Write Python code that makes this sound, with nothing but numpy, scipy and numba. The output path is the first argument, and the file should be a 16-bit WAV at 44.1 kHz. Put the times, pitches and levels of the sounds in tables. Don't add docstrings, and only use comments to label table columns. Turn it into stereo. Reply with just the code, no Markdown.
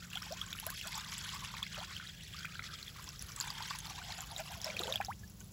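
import sys
import numpy as np
from scipy import signal
from scipy.fft import rfft, irfft, next_fast_len
from scipy.io import wavfile
from scipy.ndimage import uniform_filter1d
from numba import njit

SR = 44100
rng = np.random.default_rng(int(sys.argv[2]) if len(sys.argv) > 2 else 0)


def ratio(d):
    e = np.asarray(d, float) / 20
    return 10 ** e


def int16_out(signal):
    q = np.round(np.clip(np.atleast_2d(signal).T, -1, 1) * 32767)
    wavfile.write(sys.argv[1], SR, q.astype(np.int16))


N = 243431
TIME = np.arange(N) / SR


def on_log(hz, table):
    table_hz, value = np.transpose(table)
    return np.interp(np.log(np.maximum(hz, 1)), np.log(np.maximum(table_hz, 1)), value)


def shape(x, gain):
    size = next_fast_len(N + 4096)
    hz = np.arange(size // 2 + 1) * SR / size
    return irfft(rfft(x, size) * gain(hz), size)[..., :N]


def unit(x):
    return x / np.sqrt(np.mean(x ** 2))


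def walk(rate):
    hold = int(SR / rate)
    steps = np.repeat(rng.standard_normal(N // hold + 1), hold)
    smooth = uniform_filter1d(uniform_filter1d(steps, hold), hold)
    return unit(smooth[:N])


@njit
def ring(n, start, size, hz, end_hz, length, rise, fall, bend):
    out = np.zeros(n)
    for k in range(len(start)):
        phase, first = 0., int(start[k])
        for i in range(min(int(3 * length[k]) + 2, n - first)):
            u = i / length[k]
            pitch = hz[k] * (end_hz[k] / hz[k]) ** min(u, 1.0) ** bend
            phase += 2 * np.pi * pitch / SR
            swell = 1 - np.exp(-u / rise)
            decay = np.exp(-fall * u * u - u ** 6)
            out[first + i] += size[k] * swell * decay * np.sin(phase)
    return out


def swarm(count, pitch, cycles, scatter_db, glide, rise, clump_db):
    when, which, luck, ringing, slide = rng.random((count, 5)).T
    s = when * N / SR
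    hz, db = pitch(s, which)
    db = db - scatter_db * np.log(1.02 - luck) + clump_db[(s * SR).astype(int)]
    length = cycles * (0.24 + 1.45 * ringing) * SR / hz
    return unit(ring(N, s * SR, ratio(db), hz, hz * (1 + glide * slide), length, rise, 1.0, 1.48))


def spread(table):
    def pitch(s, chance):
        low, high = table[0][0], table[-1][0]
        hz = low * (high / low) ** chance
        return hz, on_log(hz, table)
    return pitch


# (frequency [Hz], level per Hz [dB])
AIR_TONE = [(20, -38), (45, 3), (100, 3.5), (190, -5.5), (235, -14), (330, -16), (420, -18.5), (1000, -25),
            (2000, -30), (5000, -24.5), (10000, -28.5), (16000, -24.5)]


def air():
    noise = unit(shape(rng.standard_normal(N), lambda hz: ratio(on_log(hz, AIR_TONE))))
    return noise * ratio(-54 + walk(21))


# (time [s], firing rate [Hz], loudest multiple of that rate [number])
ENGINE_SPEED = [(0, 25, 6.9), (2.1, 24.95, 6.9), (2.9, 24.35, 6.2), (4.5, 24.05, 6.3), (4.6, 23.45, 8.4),
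                (5.52, 23.1, 8.4)]


def engine():
    s, hz, loudest = np.transpose(ENGINE_SPEED)
    turn = 2 * np.pi * np.cumsum(np.interp(TIME, s, hz)) / SR
    loudest_now = np.interp(TIME, s, loudest)
    hum = np.zeros(N)
    for k in range(4, 10):
        db = -58 - 6 * np.abs(k - loudest_now) + 2.34 * walk(3.05)
        hum += ratio(db) * np.sin(k * turn + 2 * np.pi * rng.random())
    return hum


def nearby(x, t60_s, db):
    out = np.zeros((2, N))
    lags_s = np.sort(rng.uniform(0.00098, .012, 10))
    for scatter, lag_s in zip(np.arange(10) % 2, lags_s):
        lag = SR * (lag_s + 0.000189 * walk(8))
        fade = np.exp(-np.log(1000) * lag_s / t60_s)
        out[scatter] += fade * np.interp(np.arange(N) - lag, np.arange(N), x)
    return ratio(db) * out


# (frequency [Hz], width [Hz], boost [dB])
PAN_RESONANCES = [(1500, 360, 6.5), (3294, 126, 5), (3560, 73, 3), (7000, 590, 4)]


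def pan(x):
    def gain(f):
        peaks = [1 + (ratio(db) - 1) / (1 + 2j * (f - hz) / width) for hz, width, db in PAN_RESONANCES]
        return np.prod(peaks, axis=0)
    return shape(x, gain)


# (time [s], level [dB], starting pitch [Hz], climb [octaves], ring length [ms])
LAST_DRIPS = [(5.084, -36, 750, 2.16, 51.4), (5.234, -50.5, 1700, .02, 19), (5.41, -56.5, 1500, .05, 14)]


def drips():
    s, db, hz, climb, ms = np.transpose(LAST_DRIPS)
    return ring(N, s * SR, ratio(db), hz, hz * 2 ** climb, ms * SR / 1000, 0.014, 1.57, 1.77)


# (time [s], level [dB], pitch [Hz])
SMALL_BUBBLES = [(0.133, -29.5, 2700), (0.156, -26, 3200), (0.173, -26.5, 3100), (0.223, -29, 5230),
                 (0.324, -25, 5200), (0.415, -24.5, 3200), (0.53, -24, 3450), (0.589, -30, 2770),
                 (0.6, -23, 11000), (0.667, -17, 11450), (0.703, -16.5, 12700), (0.776, -38, 3550),
                 (0.813, -26.5, 2750), (0.873, -21.5, 8060), (.955, -26.5, 7500), (1.181, -24, 7750),
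                 (1.629, -22.5, 3340), (1.666, -33.5, 2130), (1.746, -30.5, 2900), (1.803, -34, 3160),
                 (1.966, -28.5, 2970), (2.073, -33, 3860), (2.092, -38.5, 3200), (2.39, -30, 5000),
                 (2.454, -28.5, 2350), (2.829, -28.5, 4100), (2.881, -33.5, 3320), (3.043, -30, 7550),
                 (3.091, -26.5, 5450), (3.194, -29.5, 5620), (3.224, -23.5, 9840), (3.321, -30.5, 5600),
                 (3.363, -23.5, 7950), (3.402, -20, 7100), (3.411, -18.5, 4400), (3.504, -24.5, 4640),
                 (3.625, -27, 4450), (3.708, -26, 4500), (3.788, -18, 8870), (3.87, -30.5, 4180),
                 (4.123, -28.5, 3840), (4.207, -27.5, 7090), (4.364, -26.5, 3720), (4.617, -25, 5430),
                 (4.645, -20.5, 5230), (4.702, -30, 2230), (4.767, -25, 2480), (4.793, -20, 3750),
                 (4.836, -22.5, 3760), (4.872, -30, 2960), (4.925, -20.5, 3570), (4.94, -26.5, 2580),
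                 (4.958, -19, 3220), (4.97, -48, 2330), (5.012, -28.5, 2400), (5.049, -23.5, 5180)]


def plinks():
    s, db, hz = np.transpose(SMALL_BUBBLES)
    late, size, weak, last = rng.random((len(s), 5, 4)).T
    late[0], size[0], weak[0] = 0, .5, 0
    pitch = hz * 2 ** (1.11 * (size - .5))
    level = db - np.where(late > 0, 13.0 + 9 * weak, 0)
    length = SR * 0.0033 * (3500 / pitch) * (0.54 + 0.78 * last)
    start = (s - .001 + .022 * late) * SR
    tone = ring(N, start.ravel(), ratio(level).ravel(), pitch.ravel(), 1.06 * pitch.ravel(),
                length.ravel(), 0.28, 2.72, 1.0)
    landings = np.zeros(N)
    landings[((s - .001) * SR).astype(int)] = ratio(db - 14.5)
    puff = np.exp(-((np.arange(300) / SR - .002) / 0.0014) ** 2)
    slap = np.convolve(landings, puff)[:N]
    return tone + slap * shape(rng.standard_normal(N), lambda f: f / (f + 2500))


# (time [s], level [dB], starting pitch [Hz], climb [octaves])
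LARGE_BUBBLES = [(0.023, -44, 1360, 0.17), (0.155, -48.5, 730, 0.87), (0.17, -40, 1374, 0.42),
                 (0.219, -43.5, 1200, 0.26), (0.265, -46, 830, 0.23), (0.307, -37, 543, 0.7),
                 (0.415, -42.5, 1186, 0.49), (0.526, -39.5, 1480, 0.14), (0.551, -41.5, 1320, 0.089),
                 (0.627, -47, 833, 0.5), (0.666, -38, 608, 0.37), (0.687, -42.5, 1500, 0.41),
                 (0.72, -47, 1043, 0.47), (0.852, -47, 574, 0.84), (0.978, -42, 913, 0.037),
                 (1.54, -36, 1100, 0.018), (1.624, -39, 1066, 0.06), (1.768, -36, 1300, 0.041),
                 (1.778, -40.5, 573, 0.22), (1.81, -44, 728, 0.73), (1.999, -39.5, 1443, 0.13),
                 (2.344, -44.5, 1150, 0.44), (2.447, -35, 1450, 0.088), (2.554, -41, 1500, 0.18),
                 (2.593, -35, 1420, 0.043), (2.96, -47, 1080, 0.12), (3.076, -49.5, 980, 0.36),
                 (3.439, -42, 944, 0.14), (3.473, -40, 900, 0.23), (3.605, -40, 893, 0.47),
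                 (3.708, -37, 1080, 0.17), (4.016, -41.5, 1440, 0.16), (4.803, -42, 693, 0.3),
                 (4.802, -44.5, 368, .02), (4.856, -45, 540, 0.33), (4.878, -39, 866, 0.28),
                 (4.877, -42, 466, 0.29), (4.935, -47, 560, 0.54), (5.002, -29.5, 775, 0.15),
                 (5.009, -43, 980, 0.26)]


def glugs():
    s, db, hz, climb = np.transpose(LARGE_BUBBLES)
    ms = 6.5 * 1000 / hz + 31 * np.clip(climb, 0, 1)
    large = ring(N, s * SR, ratio(db), hz, hz * 2 ** climb, ms * SR / 1000, 0.04, 1.9, 1.41)
    large = large * ratio(2.5 * walk(150))
    late, size, weak = rng.random((len(s), 6, 3)).T
    pitch = (hz * 2 ** (1.59 * size)).ravel()
    start = (s + 0.032 * late ** 2).ravel() * SR
    level = (db - 1.5 - 24.0 * weak).ravel()
    smaller = ring(N, start, ratio(level), pitch, 1.25 * pitch, 7.0 * SR / pitch, 0.09, 1.4, 0.94)
    return large + smaller


# (time [s], fizz level [dB], pocket pitch [Hz])
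POUR_COURSE = [(0, -54, 1350), (.08, -57.5, 1186), (.25, -49.5, 945), (.46, -56, 1037), (.6, -52.5, 1160),
               (0.721, -53, 1025), (0.799, -49, 2220), (0.869, -49.5, 938), (1.4, -48.5, 980),
               (1.609, -51.5, 910), (1.68, -49.5, 1890), (1.77, -53, 880), (1.97, -51, 1230),
               (2.25, -56, 1790), (2.5, -51.5, 1226), (2.9, -57, 1306), (3.06, -53, 865),
               (3.2, -55.5, 1210), (3.38, -55, 947), (3.6, -45, 889), (3.76, -52, 990), (3.95, -50, 760),
               (4.15, -49.5, 702), (4.26, -57, 810), (4.358, -52.5, 587), (4.52, -54, 750), (4.7, -48, 545),
               (4.879, -51, 428), (5.028, -57.5, 717), (5.15, -72, 890)]
# (time [s], level [dB])
SPRAY_COURSE = [(0, -57.5), (.7, -56.5), (1.3, -54.5), (1.7, -65), (2.5, -68), (3.1, -58.5), (4.9, -56.5),
                (5.07, -63.5), (5.16, -62.5)]
# (pitch [Hz], level [dB])
FIZZ_SIZES = [(1300, -12.5), (1900, -1), (3000, 5.5), (5000, 8.5), (7000, 0), (9000, 14.5)]
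# (pitch [Hz], level [dB])
SPRAY_SIZES = [(5000, -3.5), (8000, -2), (12000, 3), (15500, -6)]


def stream():
    s, fizz_db, pocket_hz = np.transpose(POUR_COURSE)
    gurgle_db = fizz_db - 6.5 - 5 * np.log2(pocket_hz / 1000)

    def pocket(t, chance):
        octaves = 2.473 * chance ** 1.803 - .08
        return np.interp(t, s, pocket_hz) * 2 ** octaves, -2.5 * np.abs(octaves)

    def small(t, chance):
        hz, db = spread(FIZZ_SIZES)(t, chance)
        return hz, db - 40 * np.maximum(np.log2(np.interp(t, s, pocket_hz) / hz), 0)

    lumps, spatter = 2.11 * np.tanh(walk(50)), walk(130)
    fizz_now_db = np.interp(TIME, s, fizz_db)
    lumps = lumps * np.clip((-45.0 - fizz_now_db) / 7, .3, 1.1)
    gurgle = swarm(count=6500, pitch=pocket, cycles=8.94, scatter_db=5.0, glide=0.29, rise=0.08,
                   clump_db=3.0 * lumps)
    fizz = swarm(count=26000, pitch=small, cycles=11.8, scatter_db=4.5, glide=0.27, rise=0.083,
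                 clump_db=1.55 * lumps + 2.6 * spatter)
    spray = swarm(count=20000, pitch=spread(SPRAY_SIZES), cycles=7.9, scatter_db=8.5, glide=0.21, rise=0.42,
                  clump_db=2.54 * lumps + 2.6 * spatter)
    water = ratio(np.interp(TIME, s, gurgle_db)) * gurgle + ratio(fizz_now_db) * fizz
    return water + ratio(np.interp(TIME, *np.transpose(SPRAY_COURSE))) * spray


# (frequency [Hz], share [dB])
UNRELATED_SHARE = [(50, -16), (300, -8.5), (1400, -3), (2300, -24.5), (6000, -13.5)]


def scene():
    water = pan(stream() + plinks()) + glugs()
    shared, loose = nearby(water, t60_s=0.071, db=-13)
    centre = water + shared + drips() + air() + engine()
    loose = shape(loose * ratio(4.5) + air(), lambda hz: ratio(on_log(hz, UNRELATED_SHARE)))
    return centre + loose * np.array([[1], [-1]])


# (frequency [Hz], left minus right [dB])
CHANNEL_LEVEL = [(150, 0), (300, .5), (700, 2.5), (1290, 4), (2300, 0)]
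# (frequency [Hz], lead of the left [half turns])
CHANNEL_PHASE = [(0, 0), (1120, .16), (1460, .32), (2150, 0), (7490, 0), (8530, -.92), (9560, -1.08),
                 (10400, -1.9), (11600, -2.05), (12600, -2.9), (13700, -3.05), (14600, -3.9),
                 (16000, -4.05)]


def two_channels(dry):
    sides = np.array([[.5], [-.5]])
    phase_hz, lead = np.transpose(CHANNEL_PHASE)

    def gain(hz):
        level = ratio(sides * on_log(hz, CHANNEL_LEVEL))
        return level * np.exp(1j * np.pi * sides * np.interp(hz, phase_hz, lead))
    return shape(dry, gain)


def band_limit(x):
    return signal.sosfilt(signal.butter(12, 16980, fs=SR, output="sos"), x)


def record(dry):
    mix = shape(two_channels(dry), lambda hz: 1 / (1 + (hz / 15850) ** 160))
    return band_limit(mix)


dry = scene()
out = record(dry)
int16_out(out)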